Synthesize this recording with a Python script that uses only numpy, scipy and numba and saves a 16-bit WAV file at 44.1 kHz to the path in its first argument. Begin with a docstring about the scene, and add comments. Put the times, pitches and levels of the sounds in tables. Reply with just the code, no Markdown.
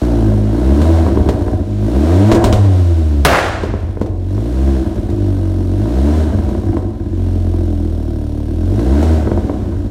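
"""Blipped turbo car with a backfire

A turbocharged four-cylinder car stands in a yard and is blipped five times, heard near its tailpipe.
Each firing rings the exhaust and lets out a puff of gas; off the throttle firings stumble and fuel pops.
One backfire bangs, flames and echoes round the yard, driving a limiter; between blips the engine sinks
towards idle. Gas hiss and ticking injectors fill the treble, and the walls return a soft, thin echo."""
import sys
import numpy as np
from scipy import signal
from scipy.fft import rfft, irfft
from scipy.io import wavfile
from scipy.ndimage import uniform_filter1d
from numba import njit

SR = 44100
rng = np.random.default_rng(int(sys.argv[2]) if len(sys.argv) > 2 else 0)


def log_audio(samples):
    """Write samples as a 16-bit WAV file to the path given in sys.argv[1]."""
    # one column per channel
    frames = np.atleast_2d(samples).T
    # limit to full scale, then quantise
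    limited = np.clip(frames, -1, 1)
    pcm = np.round(limited * 32767).astype(np.int16)
    wavfile.write(sys.argv[1], SR, pcm)


N = 436590
T = np.arange(N) / SR  # time of each sample, s

# pedal blips, the first already over: (pressed [s], lifted [s], top firing rate before smoothing [Hz],
# coasting time constant [s], harshness climbing [dB], harshness coasting [dB], extra boom [dB])
BLIPS = [(-.5, -0.109, 66.64, 1.58, 3, 3.5, 2), (.487, 0.918, 85.9, 1.23, 2, 2, 1.5),
         (1.842, 2.338, 117.2, 1.68, 2, -5.5, -0.5), (4.252, 4.643, 69.87, 1.69, -2.5, 0, -1),
         (5.732, 6.164, 81.3, 1.29, 0.5, 0, 0), (8.645, 9.059, 82.52, 1.55, 1, 0.5, 1)]
# idle speed at which the governor catches the engine: (time [s], firing rate [Hz])
IDLE = [(.35, 51.98), (1.7, 51.18), (4.15, 44.35), (5.2, 48.3), (5.55, 45.56), (7.15, 44.79), (7.63, 42.63),
        (8.15, 37.13), (8.45, 36.76), (8.6, 41.8)]
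# overrun, when fuel burns late and the firings stumble: (start [s], end [s], depth [0-1])
OVERRUNS = [(1.05, 1.66, 0.72), (2.36, 2.56, .7), (3.3, 4.13, 0.8), (4.83, 5.18, 0.77), (6.26, 7.09, .85),
            (9.2, 10, .75)]
# the cylinders get hardly any charge and the note goes soft: (start [s], end [s], depth [0-1])
FUEL_CUTS = [(.38, .52, 0.28), (1.6, 1.8, 0.73), (3.3, 3.58, 0.45), (4.08, 4.3, 0.37), (6.82, 7.19, 0.41),
             (9.22, 10, 0.32)]
# unevenness of combustion: (base [0-1], added on throttle [0-1], added in overrun [0-1])
STUMBLE = (0.13, -0.031, 0.79)

# voice levels relative to one another: (level at the reference firing rate [dB],
# growth with speed [dB/octave], on throttle [dB], in overrun [dB], in a fuel cut [dB], per harshness [dB/dB])
BARK_LEVEL = (-19.5, 5, 0, -4.5, -6, 1.11)
RASP_LEVEL = (-33.5, 9, 1, -2.5, -12, 1.37)
HISS_LEVEL = (-44, 12, 0.37, -4, -1, 0.63)
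TICK_LEVEL = (-51, 4, 1, -2.5, -15, 0.8)
# boom where a harmonic of the firings meets a resonance: (firing rate [Hz], relative level [dB])
DRONE = [(36.5, -16), (42, -14), (47, -12), (53, -11), (60, -15), (68, -8), (75, -11), (82, -11.5),
         (97, -7.5), (117, -6.5)]
# departure of the boom from the drone: (on throttle [dB], in overrun [dB], in a fuel cut [dB])
BOOM_SHIFT = (-1, -6.5, -8)

# exhaust resonances, from silencer volume to tailpipe: (frequency [Hz], width [Hz], relative level [dB])
SILENCER = [(43, 6.4, 5.5), (62, 25, 5.5), (84.3, 22, 13), (98.6, 4.1, 8)]
PIPE = [(132, 47, 2.5), (205.8, 20, 5), (232.5, 52, 1), (288.2, 16.2, 8.5), (330.9, 18.8, 8.5)]
TAILPIPE = [(425, 6, -13), (455.4, 24.6, 9.5), (524, 20, 3.5), (569, 49, 5.5), (615, 42, 9.5),
            (656, 19, 1.5), (721.5, 17, 8), (872, 34, -4), (943, 37, -3), (1001, 17, -7), (1244, 59, -11),
            (1480, 130, -10), (1586, 140, -12), (2080, 430, -4.5)]
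# ringing of the injectors: (frequency [Hz], width [Hz], relative level [dB])
INJECTORS = [(3280, 1800, 6), (4240, 1400, -16), (5400, 260, 3), (6650, 280, -20), (8700, 420, 2),
             (9800, 300, -10), (12000, 1200, -8)]
# colour of the escaping gas: (frequency [Hz], relative level [dB])
HISS_COLOUR = [(1120, 3), (1900, -1), (2710, -3), (2960, -1.5), (3290, -3.5), (3990, -2), (4930, -7.5),
               (5490, -6.5), (5990, -8.5), (6600, -8.5), (7880, -10.5), (8840, -11.5), (10900, -20.5),
               (12700, -18.5), (15700, -24)]

# fuel popping in the exhaust: (time [s], relative thump [dB], relative crack [dB])
POPS = [(0.103, -23, -49), (0.815, -8.5, -33), (0.853, -14, -51), (1.063, -8.5, -45), (1.084, -15, -51),
        (1.171, -10.5, -50), (1.287, -4.5, -30.5), (1.48, -12, -50), (2.315, 7.5, -17.5), (2.345, -2, -25),
        (2.44, -1, -17.5), (2.526, -3.5, -21), (3.633, -9.5, -39), (3.736, -12.5, -72), (3.969, -18, -80),
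        (4.012, -9.5, -40), (4.059, -20.5, -45), (4.377, -18, -56), (4.955, -24, -46), (5.099, -26, -42),
        (5.855, -18, -53), (6.301, -15, -54), (6.385, -18, -49), (6.488, -16.5, -41.5), (6.548, -16.5, -50),
        (6.729, -16, -49), (6.767, -11.5, -47), (8.791, -12.5, -40), (9.026, -9, -34), (9.271, -10, -56),
        (9.314, -11, -54), (9.373, -13.5, -52), (9.494, -11.5, -54)]
# the backfire: (time [s], relative level [dB])
BACKFIRE = (3.2497, 5.95)
# colour of the backfire and its echo: (frequency [Hz], relative level [dB])
BANG_COLOUR = [(88, -37), (150, 12.5), (193, 6.5), (226, -17), (269, 10.5), (308, 3), (428, 0.5),
               (670, 3.5), (1010, -4), (1700, -3), (2030, -8), (8220, -27.5), (12400, -26), (15600, -25)]
# dying away of the yard's echo: (frequency [Hz], time to fall 60 dB [s])
YARD_DECAY = [(100, 0.2), (500, 1), (1500, 1.0), (4000, 1), (8000, 0.98), (15000, 0.24)]

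REFERENCE_HZ = 50  # firing rate at which the voice levels are set
FLYWHEEL_S, PEDAL_LEAD_S = 0.1475, 0.013  # smoothing of speed; load leads speed
PEDAL_S, MIXTURE_S = 0.19, 0.11  # slew of pedal and of fuelling
# near this firing rate and below, the firings come early and late by turns
LOPE_HZ, LOPE_S = 45.2, 0.00018
# turbulence in the tailpipe at the reference rate, and its growth with speed
CHURN_SHARE, CHURN_DB_PER_OCTAVE = 0.29, 7
# at the top of the highest blip a volley of late burns makes the pipes growl
VOLLEY_S, VOLLEY_BARK_DB, VOLLEY_RASP_DB = (2.32, 2.52), 8, 14  # (start, end), added levels
TOP_HZ = 15750  # final treble cutoff


def engine():
    """Firings ring silencer, pipe and tailpipe; a puff of turbulent gas follows each one."""
    hz, stumble, boom_db, bark_db, rasp_db, hiss_db, tick_db = controls()
    times, sizes, fronts = firings(hz, stumble, late=0.348, scatter_db=8.5, steady_db=3)
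    pulses = unit(strikes(times, sizes))
    edges = unit(strikes(times, fronts))
    puffs = unit(fade(edges, decay_s=0.012))
    churn = unit(puffs * rng.standard_normal(N))
    # uneven burning adds turbulence to the clean pulses
    turbulence = (0.02 + stumble) * churn

    # the fronts are rounded, so the highest resonances are rung mostly by turbulence
    front_s = 0.00064
    rounded = fade(edges, decay_s=front_s) / (front_s * SR)
    churn_gain = CHURN_SHARE * undb(CHURN_DB_PER_OCTAVE * np.log2(hz / REFERENCE_HZ))
    rush = rounded + churn_gain * churn + 0.35 * turbulence

    silencer = body(SILENCER, low_hz=32.3, high_hz=108.3)
    pipe = body(PIPE, low_hz=154.2, high_hz=358.2, order=6)
    tailpipe = body(TAILPIPE, low_hz=377, high_hz=1706, order=5)
    boom = even(ring(pulses + turbulence, silencer), size=3600, hold=0.52)
    bark = even(ring(edges + turbulence, pipe), hold=0.41)
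    rasp = even(ring(rush, tailpipe))
    exhaust = boom * undb(boom_db) + bark * undb(bark_db) + rasp * undb(rasp_db)

    hiss = even(noise(HISS_COLOUR, size=2 ** 19) * (1 + 0.067 * puffs))
    hiss = hiss * undb(hiss_db - 1.0) * share(hiss_db)
    return hiss + injectors(times) * undb(tick_db) - exhaust


def firings(hz, stumble, late, scatter_db, steady_db):
    """Firing times and strengths; stumbling shifts and scatters them, and a slow engine lopes."""
    turns = np.cumsum(hz) / SR  # firings so far
    count = np.arange(1, int(turns[-1]))
    chance = rng.standard_normal((len(count), 3)).T
    rough = np.clip(np.interp(count, turns, stumble), 0, 1)
    slack = np.minimum(LOPE_HZ / np.interp(count, turns, hz), 1)
    times = np.interp(count + late * rough ** 2 * np.tanh(chance[0]), turns, T)
    times = times + LOPE_S * slack ** 4 * (-1) ** count
    sizes = undb(scatter_db * rough * np.tanh(chance[1]))
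    # the steepness of the front varies more than the volume of gas does
    fronts = sizes * undb((steady_db * slack + 1.2 * rough) * np.tanh(chance[2]))
    return times, sizes, fronts


def controls():
    """Pedal and fuelling set speed, stumbling and the levels of boom, bark, rasp, hiss and ticking."""
    hz, harsh_db, extra_db = revs()
    presses = [(pressed - PEDAL_LEAD_S, lifted, 1) for pressed, lifted, *_ in BLIPS]
    throttle = gate(presses, PEDAL_S)
    overrun, cut = gate(OVERRUNS, MIXTURE_S), gate(FUEL_CUTS, MIXTURE_S)

    octaves = np.log2(hz / REFERENCE_HZ)
    state = np.array([np.ones(N), octaves, throttle, overrun, cut, harsh_db])
    levels = np.array([BARK_LEVEL, RASP_LEVEL, HISS_LEVEL, TICK_LEVEL])
    bark_db, rasp_db, hiss_db, tick_db = levels @ state
    drone_db = np.interp(hz, *np.transpose(DRONE))
    boom_db = drone_db + extra_db + np.array(BOOM_SHIFT) @ np.array([throttle, overrun, cut])

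    base, on_throttle, in_overrun = STUMBLE
    stumble = np.clip(base + on_throttle * throttle + in_overrun * overrun, 0, 1)
    volley = gate([(*VOLLEY_S, 1)], PEDAL_S / 2)
    bark_db = bark_db + VOLLEY_BARK_DB * volley
    rasp_db = rasp_db + VOLLEY_RASP_DB * volley
    return hz, stumble, boom_db, bark_db, rasp_db, hiss_db, tick_db


def revs():
    """Speed, harshness and extra boom: each blip climbs steadily, then coasts until idle catches it."""
    idle = np.interp(T, *np.transpose(IDLE))
    hz, harsh_db, extra_db = idle, np.zeros(N), np.zeros(N)
    for pressed, lifted, top_hz, coast_s, climb_db, coast_db, boom_db in BLIPS:
        start_hz = np.interp(pressed, T, hz)
        climb = np.interp(T, [pressed, lifted], [start_hz, top_hz])
        coast = np.maximum(idle, top_hz * np.exp(-np.maximum(T - lifted, 0) / coast_s))
        before, climbing = T < pressed, T < lifted
        hz = np.where(before, hz, np.where(climbing, climb, coast))
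        harsh_db = np.where(before, harsh_db, np.where(climbing, climb_db, coast_db))
        extra_db = np.where(before, extra_db, boom_db)
    return smooth(hz, FLYWHEEL_S), smooth(harsh_db, FLYWHEEL_S), smooth(extra_db, FLYWHEEL_S)


def gate(rows, slew_s):
    """A control that rises to each row's depth at its start and falls at its end."""
    ramp = lambda t: np.clip(t / slew_s + 0.5, 0, 1)
    return sum(depth * ramp(T - start) * ramp(end - T) for start, end, depth in rows)


def injectors(times):
    """Bright ticking from the engine bay, blurred on its way round the car."""
    envelope = unit(fade(strikes(times, np.ones(len(times))), decay_s=0.0088))
    ticks = (0.45 + envelope) * rng.standard_normal(N)
    return even(ring(ticks, body(INJECTORS, low_hz=2400, high_hz=12800, order=2)))


def share(hiss_db, knee_db=-51):
    """Gain that holds gas hiss back below the knee and lets it into the treble in strong flow."""
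    return 1 / np.sqrt(1 + undb(2 * (knee_db - hiss_db)))


def pops(thump_db, tail_db, crack_db, snap_db, whump_db):
    """Each pop strikes the whole exhaust; the fierce ones also spit a crack of gas and a low whump."""
    s, thump, crack = np.transpose(POPS)
    pipe = body(PIPE, low_hz=132, high_hz=438, order=2)
    tailpipe = body(TAILPIPE, low_hz=380, high_hz=1300, order=3)
    drive, slug = burn(s + 0.002032, thump + thump_db, burn_s=0.006, roar_db=-23.5, slug_db=0.5)
    thumps = ring(drive, pipe + undb(tail_db) * tailpipe) + slug

    # the weak ones burn out deep in the pipe
    spits = strikes(s + 0.0011, undb(crack) * share(crack, knee_db=-46.5))
    whump = ring(spits, body(SILENCER, low_hz=22, high_hz=51.7, order=2))
    snap_colour = [(400, 6), (1400, -6), (3500, -8), (7000, -13.5), (15000, -38)]  # (Hz, dB)
    snap = fade(spits, decay_s=0.0026) * noise(snap_colour, size=2 ** 19)
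    spray = fade(spits, decay_s=0.022) * noise(HISS_COLOUR, size=2 ** 19)
    return undb(snap_db) * snap + undb(crack_db) * spray + undb(whump_db) * whump - thumps


def burn(s, db, burn_s, roar_db, slug_db):
    """A pop drives the pipes with a blow and brief turbulence; a rounded slug of gas leaves them."""
    blows = strikes(s, undb(db))
    drive = blows + undb(roar_db) * fade(blows, burn_s) * rng.standard_normal(N)
    band = signal.butter(2, [75, 800], "bandpass", fs=SR, output="sos")
    slug = signal.sosfilt(band, fade(blows, decay_s=0.00067))
    return drive, undb(slug_db) * slug


def backfire(blast_db, blast_s, bright_db):
    """A bright blast at the outlet, with the yard's long echo."""
    s, db = BACKFIRE
    tail = echo_tail(BANG_COLOUR)
    t = T[:len(tail)]
    crack_colour = [(800, -1), (3000, 6), (9000, -4.5), (15000, -7)]  # (Hz, dB)
    crack = undb(bright_db) * noise(crack_colour, len(t))
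    blast = (noise(BANG_COLOUR, len(t)) + crack) * np.exp(-t / blast_s)
    return ring(strikes(np.array([s]), undb(db - 9.0)), tail + undb(blast_db) * blast)


def flame(swell_s, roar_db, flutter_db):
    """After the bang the burning gas roars out of the tailpipe, swelling, fluttering and dying away."""
    age = np.maximum(T - BACKFIRE[0], 0) / swell_s
    swell = (age * np.exp(1 - age)) ** 4
    roar_colour = [(200, -19), (600, -2), (1000, 4), (2000, -2), (4000, -32), (15000, -34)]  # (Hz, dB)
    roar = noise(roar_colour, size=2 ** 19)
    flutter = unit(smooth(rng.standard_normal(N), 0.008))
    return undb(roar_db + flutter_db * flutter) * swell * roar


def yard(x, wet_db):
    """The walls send back a soft, thin echo."""
    tail = echo_tail([(60, -52), (250, 4.5), (700, 4.5), (4000, -8.0), (15000, -0.5)])  # (Hz, dB)
    tail = tail * (1 - np.exp(-T[:len(tail)] / 0.0014))  # soft onset
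    return x + undb(wet_db) * ring(x, tail / np.sqrt(np.sum(tail ** 2)))


def echo_tail(spectrum, size=65536):
    """Diffuse echo: noise dying at its own pace in each band, lowest bass and highest treble soonest."""
    hz, t, cells = signal.stft(noise(spectrum, size), SR, nperseg=256)
    cells = cells * np.exp(-np.log(1000) * t / along(YARD_DECAY, hz)[:, None])
    return signal.istft(cells, SR)[1][:size]


def body(modes, low_hz, high_hz, order=4, size=8192):
    """Impulse response of damped resonances within the band that the part radiates, with peak 1."""
    t = T[:size]
    response = np.zeros(size)
    for hz, width, db in modes:
        # a narrower resonance rings longer
        response += undb(db) * width * np.exp(-np.pi * width * t) * np.cos(2 * np.pi * hz * t)
    band = signal.butter(order, [low_hz, high_hz], "bandpass", fs=SR, output="sos")
    response = signal.sosfilt(band, response)
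    return response / np.abs(response).max()


def ring(x, response):
    """Pass a sound through an impulse response."""
    return signal.oaconvolve(x, response)[:N]


def strikes(times, sizes):
    """A pulse at each time, shared between two neighbouring samples."""
    at = np.clip(times * SR, 0, N - 2)
    i, part = at.astype(int), at % 1
    return np.bincount(i, sizes * (1 - part), N) + np.bincount(i + 1, sizes * part, N)


def fade(pulses, decay_s):
    """Each pulse starts an envelope that dies away exponentially."""
    return signal.lfilter([1], [1, -np.exp(-1 / (decay_s * SR))], pulses + 1e-12)


def noise(spectrum, size):
    """Noise with the given colour, scaled to an rms of 1 over its full size."""
    hz = np.arange(size // 2 + 1) * SR / size
    coloured = rfft(rng.standard_normal(size)) * undb(along(spectrum, hz))
    return unit(irfft(coloured))[:N]


def along(points, hz):
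    """Read a (Hz, value) table on a log-frequency axis."""
    f, value = np.transpose(points)
    return np.interp(np.log(hz + 1), np.log(f), value)


def even(x, size=5000, hold=1):
    """Pull the slow level towards 1 (fully at hold 1), leaving single beats free."""
    x = unit(x)
    power = uniform_filter1d(uniform_filter1d(x ** 2, size), size // 2)
    return x / (np.abs(power) + 1e-6) ** (np.clip(hold, 0, 1) / 2)


def smooth(x, span_s):
    """Moving average over the given time."""
    return uniform_filter1d(x, max(int(span_s * SR), 1), mode="nearest")


def unit(x):
    """Scale to an rms of 1."""
    return x / np.sqrt(np.mean(x ** 2))


def undb(db):
    """Decibels to gain."""
    return 10 ** (np.asarray(db) / 20)


def scene():
    """Engine and pops in the yard, and the one big backfire with its flame."""
    popping = dict(thump_db=1, tail_db=-3.5, crack_db=4.0, snap_db=8, whump_db=12.5)
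    car = yard(engine() + pops(**popping), wet_db=-10.5)
    bang = backfire(blast_db=5.5, blast_s=0.013, bright_db=-7)
    fire = flame(swell_s=0.12, roar_db=-24, flutter_db=7)
    return (car + bang + fire)[None]


def flatten(x, top):
    """Flat tops where the sound passes the given height."""
    return x / (1 + (x / top) ** 8) ** (1 / 8)


@njit
def follow(x, attack, release):
    """Level follower: quick to rise, slow to fall."""
    out, e = np.empty(len(x)), 0.
    for i in range(len(x)):
        e += (abs(x[i]) - e) * (attack if abs(x[i]) > e else release)
        out[i] = e
    return out


def limiter(x, ceiling_db, attack_s, release_s):
    """Turn the gain down while the followed power passes the ceiling."""
    power = follow(x ** 2, 1 / (attack_s * SR), 1 / (release_s * SR))
    return x / np.maximum(1, np.sqrt(power) / undb(ceiling_db))


def record(dry):
    """The microphone overloads, a limiter pulls the level down, peaks flatten and the top is cut."""
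    overloaded = flatten(dry[0], top=1.3)
    held = limiter(overloaded, ceiling_db=-3.4, attack_s=0.003, release_s=0.055)
    treble_cut = signal.ellip(8, 0.2, 70, TOP_HZ, fs=SR, output="sos")
    return signal.sosfilt(treble_cut, flatten(held, top=0.85))[None]


dry = scene()
out = record(dry)
log_audio(out)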